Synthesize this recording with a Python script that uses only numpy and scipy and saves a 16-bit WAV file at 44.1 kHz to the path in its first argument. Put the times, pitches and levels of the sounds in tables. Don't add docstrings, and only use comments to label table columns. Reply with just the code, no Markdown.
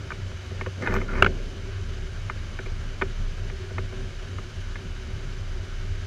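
import sys
import numpy as np
from scipy import signal
from scipy.io import wavfile
from scipy.ndimage import uniform_filter1d

SR = 44100
rng = np.random.default_rng(int(sys.argv[2]) if len(sys.argv) > 2 else 0)


def transcribe(signal):
    frames = np.atleast_2d(signal).T
    limited = np.clip(frames, -1, 1)
    pcm = np.round(limited * 32767).astype(np.int16)
    wavfile.write(sys.argv[1], SR, pcm)


def voltage_ratio(decibels):
    exponent = np.asarray(decibels, float) / 20
    return 10 ** exponent


N = 267246

# f/Hz, density/dB per Hz
AIR_COLOUR = [(24, -26), (40, -17.5), (101, -8.5), (294, -24.5), (377, -20), (438, -25.5), (562, -26.5),
              (817, -32), (1490, -25), (1960, -30.5), (2990, -32), (3560, -34.5), (6160, -42.5),
              (12400, -67), (15500, -69)]
# f/Hz, width/Hz, lift/dB
HOUSING_MODES = [(51, 18, -8), (155, 32, 2.5), (230.6, 52, 5.5), (610, 200, 3.5), (1626, 230, 3),
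                 (2240, 270, 4.5), (3007, 290, 6), (3816, 89, 5), (4810, 1440, 4), (6240, 920, 6.5),
                 (7170, 670, 5), (9620, 1100, 6.5), (12300, 4700, 7.5)]
# middle t/s, level/dB, f/Hz, length/s
BOOM_GUSTS = [(.18, -35.5, 31.8, .3), (.36, -48, 31, .2), (.61, -34, 29.6, 0.18), (.96, -23.5, 30.3, 0.22),
              (1.2, -22.5, 30.5, 0.35), (1.42, -27.5, 30.46, 0.28), (1.65, -31.5, 30.6, 0.28),
              (1.9, -31, 30.4, 0.29), (2.04, -28, 31.2, 0.12), (2.2, -32.5, 31, 0.23),
              (2.42, -32.5, 29, 0.28), (2.58, -30, 29, 0.17), (2.72, -26, 28.4, 0.23),
              (2.88, -26.5, 29, 0.21), (3.1, -29.5, 28.78, 0.53), (3.26, -25, 29, 0.18),
              (3.46, -27.5, 30.3, 0.32), (3.67, -35, 30.7, 0.23), (3.84, -29, 31.4, 0.19),
              (4.01, -28.5, 31, 0.22), (4.19, -31.5, 31.9, 0.23), (4.43, -33.5, 30.9, 0.2),
              (4.69, -29.5, 31.7, 0.37), (4.93, -31.5, 33.2, 0.38), (5.13, -32, 32, 0.16),
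              (5.3, -30, 30.3, 0.51), (5.55, -28, 30.13, 0.24), (5.77, -29, 30.3, 0.19),
              (5.92, -27.5, 30, 0.27)]
# middle
# t/s, level/dB, f/Hz, length/s
HUM_GUSTS = [(.02, -34.5, 98.2, 0.18), (.22, -31.5, 95.5, 0.32), (.47, -37, 93, 0.31),
             (.6, -29, 93.5, 0.22), (.75, -32, 93.6, 0.24), (.95, -30.5, 92, 0.24),
             (1.14, -32.5, 92.6, .15), (1.25, -27, 89.75, 0.15), (1.38, -29, 96.1, 0.13),
             (1.59, -42, 88.5, 0.12), (1.78, -32, 94.3, 0.16), (2.0, -37, 100.6, 0.15),
             (2.14, -36.5, 98.5, 0.2), (2.26, -28.5, 97.4, 0.071), (2.42, -33.5, 95, 0.22),
             (2.74, -34.5, 96.4, 0.26), (3.2, -34, 97, 0.12), (3.32, -31, 97.3, 0.077),
             (3.43, -35.5, 92.4, .15), (3.72, -32, 93.84, 0.45), (3.88, -33, 94.1, 0.18),
             (4.08, -31.5, 94, 0.11), (4.37, -34, 95.3, 0.28), (4.65, -35, 95, 0.18),
             (3.04, -33.5, 86.4, 0.16), (5.15, -33, 102.1, 0.11), (5.3, -36, 95.6, 0.17),
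             (5.62, -36, 93.2, 0.17), (5.75, -33.5, 92.3, 0.11), (5.93, -33.5, 95, 0.66)]
# t/s, level/dB
VENT_DRAUGHT = [(0, -50), (.7, -57), (1.0, -54), (1.2, -40), (1.45, -48.5), (2.04, -47), (2.2, -64),
                (2.7, -56), (3.1, -54.5), (3.4, -50), (3.65, -42.5), (3.75, -65), (3.92, -48.5),
                (4.2, -53.5), (6.06, -51.5)]
# f/Hz, level/dB, t60/s
PANEL_MODES = [(1000, -6, .022), (1260, -2, .022), (1520, 0, .022), (1780, -1, .022), (2120, -1, .02),
               (2400, -5, .018), (2900, -12, .018), (3750, -18, .018)]
# t/s, peak level/dB, main f/Hz, cabin ring/dB re peak
LINKAGE_KNOCKS = [(0.105, -20.5, 1330, -27), (0.118, -22, 2320, -18), (0.316, -33.5, 1330, -9),
                  (0.509, -37.5, 1500, 0.5), (0.611, -19.5, 2380, -14), (0.662, -22.5, 1490, -10.5),
                  (2.298, -17.5, 1290, -19.5), (2.589, -23, 2380, -10), (2.66, -29.5, 2240, -6),
                  (3.0136, -19.5, 1660, -7), (3.019, -13, 2260, -14), (3.026, -24, 1300, -6.5),
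                  (3.499, -28, 1663, -16), (3.707, -35, 1496, -0.5), (3.782, -18, 1350, -12.5),
                  (3.925, -35.5, 1050, -0.5), (4.385, -27, 1280, -11), (4.756, -26, 1670, -27)]
# t/s, peak level/dB, f/Hz, rise/s, t60/s
LOOSE_RINGS = [
    (.668, -26, 500, .003, .03),
    (.662, -36, 1080, .003, .04),
    (1.083, -31, 1400, .004, .06),
    (1.112, -38, 1350, .006, .06),
    (1.15, -36, 2250, .006, .05),
]
# t/s, level/dB, f/Hz, width/Hz, t60/s
SPRING_SQUEAKS = [
    (.932, -51, 12000, 250, .12),
    (.957, -58, 12900, 500, .05),
]
# t/s, effort level/dB
PUSH_EFFORT = [
    (0.79, -40.5),
    (0.864, -38),
    (0.882, -30),
    (0.9, -36),
    (0.964, -34),
    (0.985, -43.5),
    (1.076, -57.5),
    (1.09, -42.5),
    (1.215, -33.5),
]
# t/s, peak level/dB, main f/Hz, cabin ring/dB re peak, tick/dB re peak
LEVER_RATTLES = [
    (0.823, -25, 1730, -8.5, -14),
    (0.873, -14.5, 1600, -16, -41),
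    (0.923, -19, 1380, -11, -36),
    (0.94, -19, 2240, -7, -15.5),
    (0.95, -24, 1390, -3, -28),
    (0.963, -15, 1300, -12, -29),
    (1.015, -22.5, 1315, -10.5, -33),
    (1.135, -31, 1670, -3, -29),
    (1.194, -44, 1360, 1, -16),
]
# t/s, peak level/dB, f/Hz, cabin ring/dB re peak, tick/dB re peak
STOP_SLAMS = [
    (1.224, 1, 1420, -14, -33),
    (1.246, -10, 1420, -17, -30),
    (1.263, -5, 1430, -18, -36),
]


def evened(x):
    return x / np.sqrt(np.mean(x ** 2) + 1e-20)


def curves(rows):
    s, *columns = np.transpose(rows)
    return [np.interp(np.arange(N) / SR, s, c) for c in columns]


def add(mix, s, sound):
    part = mix[round(s * SR):][:len(sound)]
    part += sound[:len(part)]


def resonate(x, hz, width):
    turn = np.exp(2j * np.pi * np.cumsum(hz * np.ones(len(x))) / SR)
    r = np.exp(-np.pi * width / SR)
    return 2 * (turn * signal.lfilter([1 - r], [1, -r], x / turn)).real


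def band(x, low_hz, high_hz):
    return signal.sosfilt(signal.butter(N=4, Wn=[low_hz, high_hz], btype="band", fs=SR, output="sos"), x)


def ring(hz, t60, rise):
    t = np.arange(6000) / SR
    shape = (1 - np.exp(-t / max(rise, 1e-4))) ** 2 * voltage_ratio(-60 * t / t60)
    return shape / shape.max() * np.sin(2 * np.pi * hz * t)


def airflow():
    frames, hz = N // 512 + 5, np.fft.rfftfreq(2048, 1 / SR)
    a, b, patches = rng.standard_normal((frames, 1025, 3)).T
    patches = evened(uniform_filter1d(uniform_filter1d(patches, size=24, axis=0), size=6, axis=1))
    f, level = np.transpose(AIR_COLOUR)
    colour_db = np.interp(np.log(hz + 1), np.log(f), level)
    colour_db += sum(lift_db / (1 + (2 * (hz - f) / width) ** 2) for f, width, lift_db in HOUSING_MODES)
    patch_db = 0.44 + 1.52 / (1 + (hz[:, None] / 700) ** 2)
    spectra = (a + 1j * b) * voltage_ratio(colour_db[:, None] + patch_db * patches)
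    rush = signal.istft(spectra, nperseg=2048, noverlap=1536)[1][:N]
    flicker = evened(uniform_filter1d(rng.standard_normal(N), size=900))
    return voltage_ratio(-43 + .5 * flicker) * rush / np.std(band(rush, 120, 15500))


def gusts(rows):
    out, t = np.zeros(N), np.arange(N) / SR
    for (s, db, hz, length), turn in zip(rows, rng.random(len(rows))):
        near = abs(t - s) < length / 2
        swell = voltage_ratio(db + 0.5) * np.cos(np.pi * (t[near] - s) / length)
        out[near] += swell * np.sin(2 * np.pi * (hz * t[near] + turn))
    return out


def shaken_mode(hz, db, width):
    return voltage_ratio(db) * evened(resonate(resonate(rng.standard_normal(N), hz, width), hz, 2 * width))


def airframe():
    boom, hum = gusts(BOOM_GUSTS), gusts(HUM_GUSTS)
    draught_db, = curves(VENT_DRAUGHT)
    swell_db = 10 * np.log10(abs(uniform_filter1d(evened(boom) ** 2, size=4000)) + .01)
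    wing = boom + shaken_mode(31.9, -48.5, 4.6)
    fuselage = hum + shaken_mode(95, -41.5, 13.5)
    shell = shaken_mode(70.6, -39.5 + 0.23 * swell_db, 15.3)
    cabin_air = shaken_mode(378.6, draught_db, 25.6)
    return wing + fuselage + shell + cabin_air


def panel(x):
    modes = sum(voltage_ratio(db) * ring(hz, t60, .0002) for hz, db, t60 in PANEL_MODES)
    ringing = band(signal.oaconvolve(x, modes)[:len(x)], 500, 4200)
    return evened(ringing) + voltage_ratio(-4) * evened(band(x, 750, 2300))


def knock(peak_db, hz, cabin_db, tick_db, draws):
    t = np.arange(len(draws)) / SR
    contact_s = 0.004
    echoes = voltage_ratio(-13 - 60 * t / 0.038)
    chatter = draws * (np.exp(-t / contact_s) + echoes) * (1 - np.exp(-(t / 0.0011) ** 2))
    chatter += 4.3 * np.exp(-((t - .0022) * SR) ** 2)
    chatter = np.pad(chatter, (0, 4500))
    body = evened(panel(chatter)) + voltage_ratio(-4) * evened(resonate(resonate(chatter, hz, 310), hz, 640))
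    tick = band(chatter, 3500, 7500)
    cabin = ring(383.2, 0.1, 0.0026) + voltage_ratio(-0.5) * ring(483, 0.041, 0.00083)
    cabin += voltage_ratio(-6.5) * ring(214.0, 0.066, 0.0039) + voltage_ratio(-2) * ring(620, 0.022, 0.0024)
    sound = body / abs(body).max() + voltage_ratio(tick_db + 5.5) * tick / abs(tick).max()
    add(sound, .004, voltage_ratio(cabin_db - 0.5) * cabin)
    return voltage_ratio(peak_db) * sound


def squeak(db, hz, width, t60, draws):
    t = np.arange(len(draws)) / SR
    whistle = evened(resonate(resonate(draws, hz, width), hz, width))
    return voltage_ratio(db - 60 * t / t60) * (1 - np.exp(-t / .004)) ** 2 * whistle


def lever_scrape():
    effort_db, = curves(PUSH_EFFORT)
    t = np.arange(N) / SR
    moving = np.interp(t, [.81, .835, 1.21, 1.222], [0, 1, 1, 0])
    rod_hz = 1660 - 900 * np.clip(t - PUSH_EFFORT[0][0], 0, .35)
    grip = voltage_ratio(3.2 * evened(uniform_filter1d(rng.standard_normal(N), size=300)))
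    strength = voltage_ratio(1.1 * np.minimum(rng.exponential(1, N), 3)) * rng.standard_normal(N)
    slips = grip * strength * (rng.random(N) < 2500 / SR)
    rod = resonate(resonate(slips, rod_hz, 690), rod_hz, 1100)
    scrape = voltage_ratio(effort_db + 2) * evened(voltage_ratio(-0.5) * panel(slips) + evened(rod))
    rasp = voltage_ratio(effort_db - 25) * evened(band(slips, 2500, 5900))
    return moving * (scrape + rasp)


def frame_shake():
    effort_db, = curves(PUSH_EFFORT)
    t = np.arange(N) / SR
    push = rng.standard_normal(N)
    shake = evened(band(push, 92, 235)) + voltage_ratio(-1.0) * evened(band(push, 242, 635))
    shake += voltage_ratio(-10.5) * evened(resonate(push, 372, 19))
    pushing = np.interp(t, [.75, .79, 1.21, 1.222], [0, 1, 1, 0]) * voltage_ratio(-30 + 0.62 * (effort_db + 32.5))
    r = np.exp(-1 / (0.021 * SR))
    shaking = signal.lfilter([1 - r], [1, -r], pushing)
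    for s, peak_db, *_ in STOP_SLAMS:
        since = np.maximum(t - s, 0)
        aftershake = voltage_ratio(peak_db - 21.5 - 60 * since / 0.05)
        settling = voltage_ratio(peak_db - 41.5 - 60 * since / 1.44)
        shaking += (t > s) * (aftershake + settling)
    return shaking * evened(shake)


def slam(peak_db, hz, cabin_db, tick_db, draws):
    t = np.arange(len(draws)) / SR
    blow = np.exp(-((t - .0031) / 0.0015) ** 2) * np.sin(2 * np.pi * hz * t)
    tail = evened(panel(draws)) * (1 - np.exp(-(t / .003) ** 2)) * voltage_ratio(-60 * t / .04)
    crack = evened(band(draws, 2600, 4300)) + voltage_ratio(-8) * evened(band(draws, 4300, 6300))
    crack += voltage_ratio(-32) * evened(band(draws, 6800, 15000)) + voltage_ratio(14) * evened(band(draws, 2190, 2900))
    crack += voltage_ratio(16.5) * evened(band(draws, 470, 1370))
    crack *= (1 - np.exp(-(t / 0.0018) ** 2)) * (voltage_ratio(-60 * t / 0.02) + voltage_ratio(-27 - 60 * t / 0.014))
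    thud = ring(390, 0.065, 0.004) + voltage_ratio(-26) * ring(240, 0.07, 0.0028) + voltage_ratio(-7) * ring(91, 0.22, 0.0038)
    sound = voltage_ratio(cabin_db) * thud
    sound[:len(t)] += blow + voltage_ratio(-9) * tail + voltage_ratio(tick_db + 14) * crack
    return voltage_ratio(peak_db - 2.2) * sound


def scene():
    mix = airflow() + airframe() + lever_scrape() + frame_shake()
    contacts = [(*row, -38) for row in LINKAGE_KNOCKS] + LEVER_RATTLES
    for (s, *rest), draws in zip(contacts, rng.standard_normal((len(contacts), 2000))):
        add(mix, s - .0015, knock(*rest, draws))
    for s, db, hz, rise, t60 in LOOSE_RINGS:
        add(mix, s, voltage_ratio(db) * ring(hz, t60, rise))
    for (s, *rest), draws in zip(SPRING_SQUEAKS, rng.standard_normal((len(SPRING_SQUEAKS), 4000))):
        add(mix, s, squeak(*rest, draws))
    for (s, *rest), draws in zip(STOP_SLAMS, rng.standard_normal((len(STOP_SLAMS), 3000))):
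        add(mix, s - .0015, slam(*rest, draws))
    return mix[None]


def band_limit(x):
    return signal.sosfilt(signal.butter(12, 16290, fs=SR, output="sos"), x)


def record(dry):
    lowpass = signal.firwin(767, 15150, window=("kaiser", 6), fs=SR)
    limited = signal.oaconvolve(dry, lowpass[None], "same")
    return band_limit(np.clip(limited, -1, 1))


dry = scene()
out = record(dry)
transcribe(out)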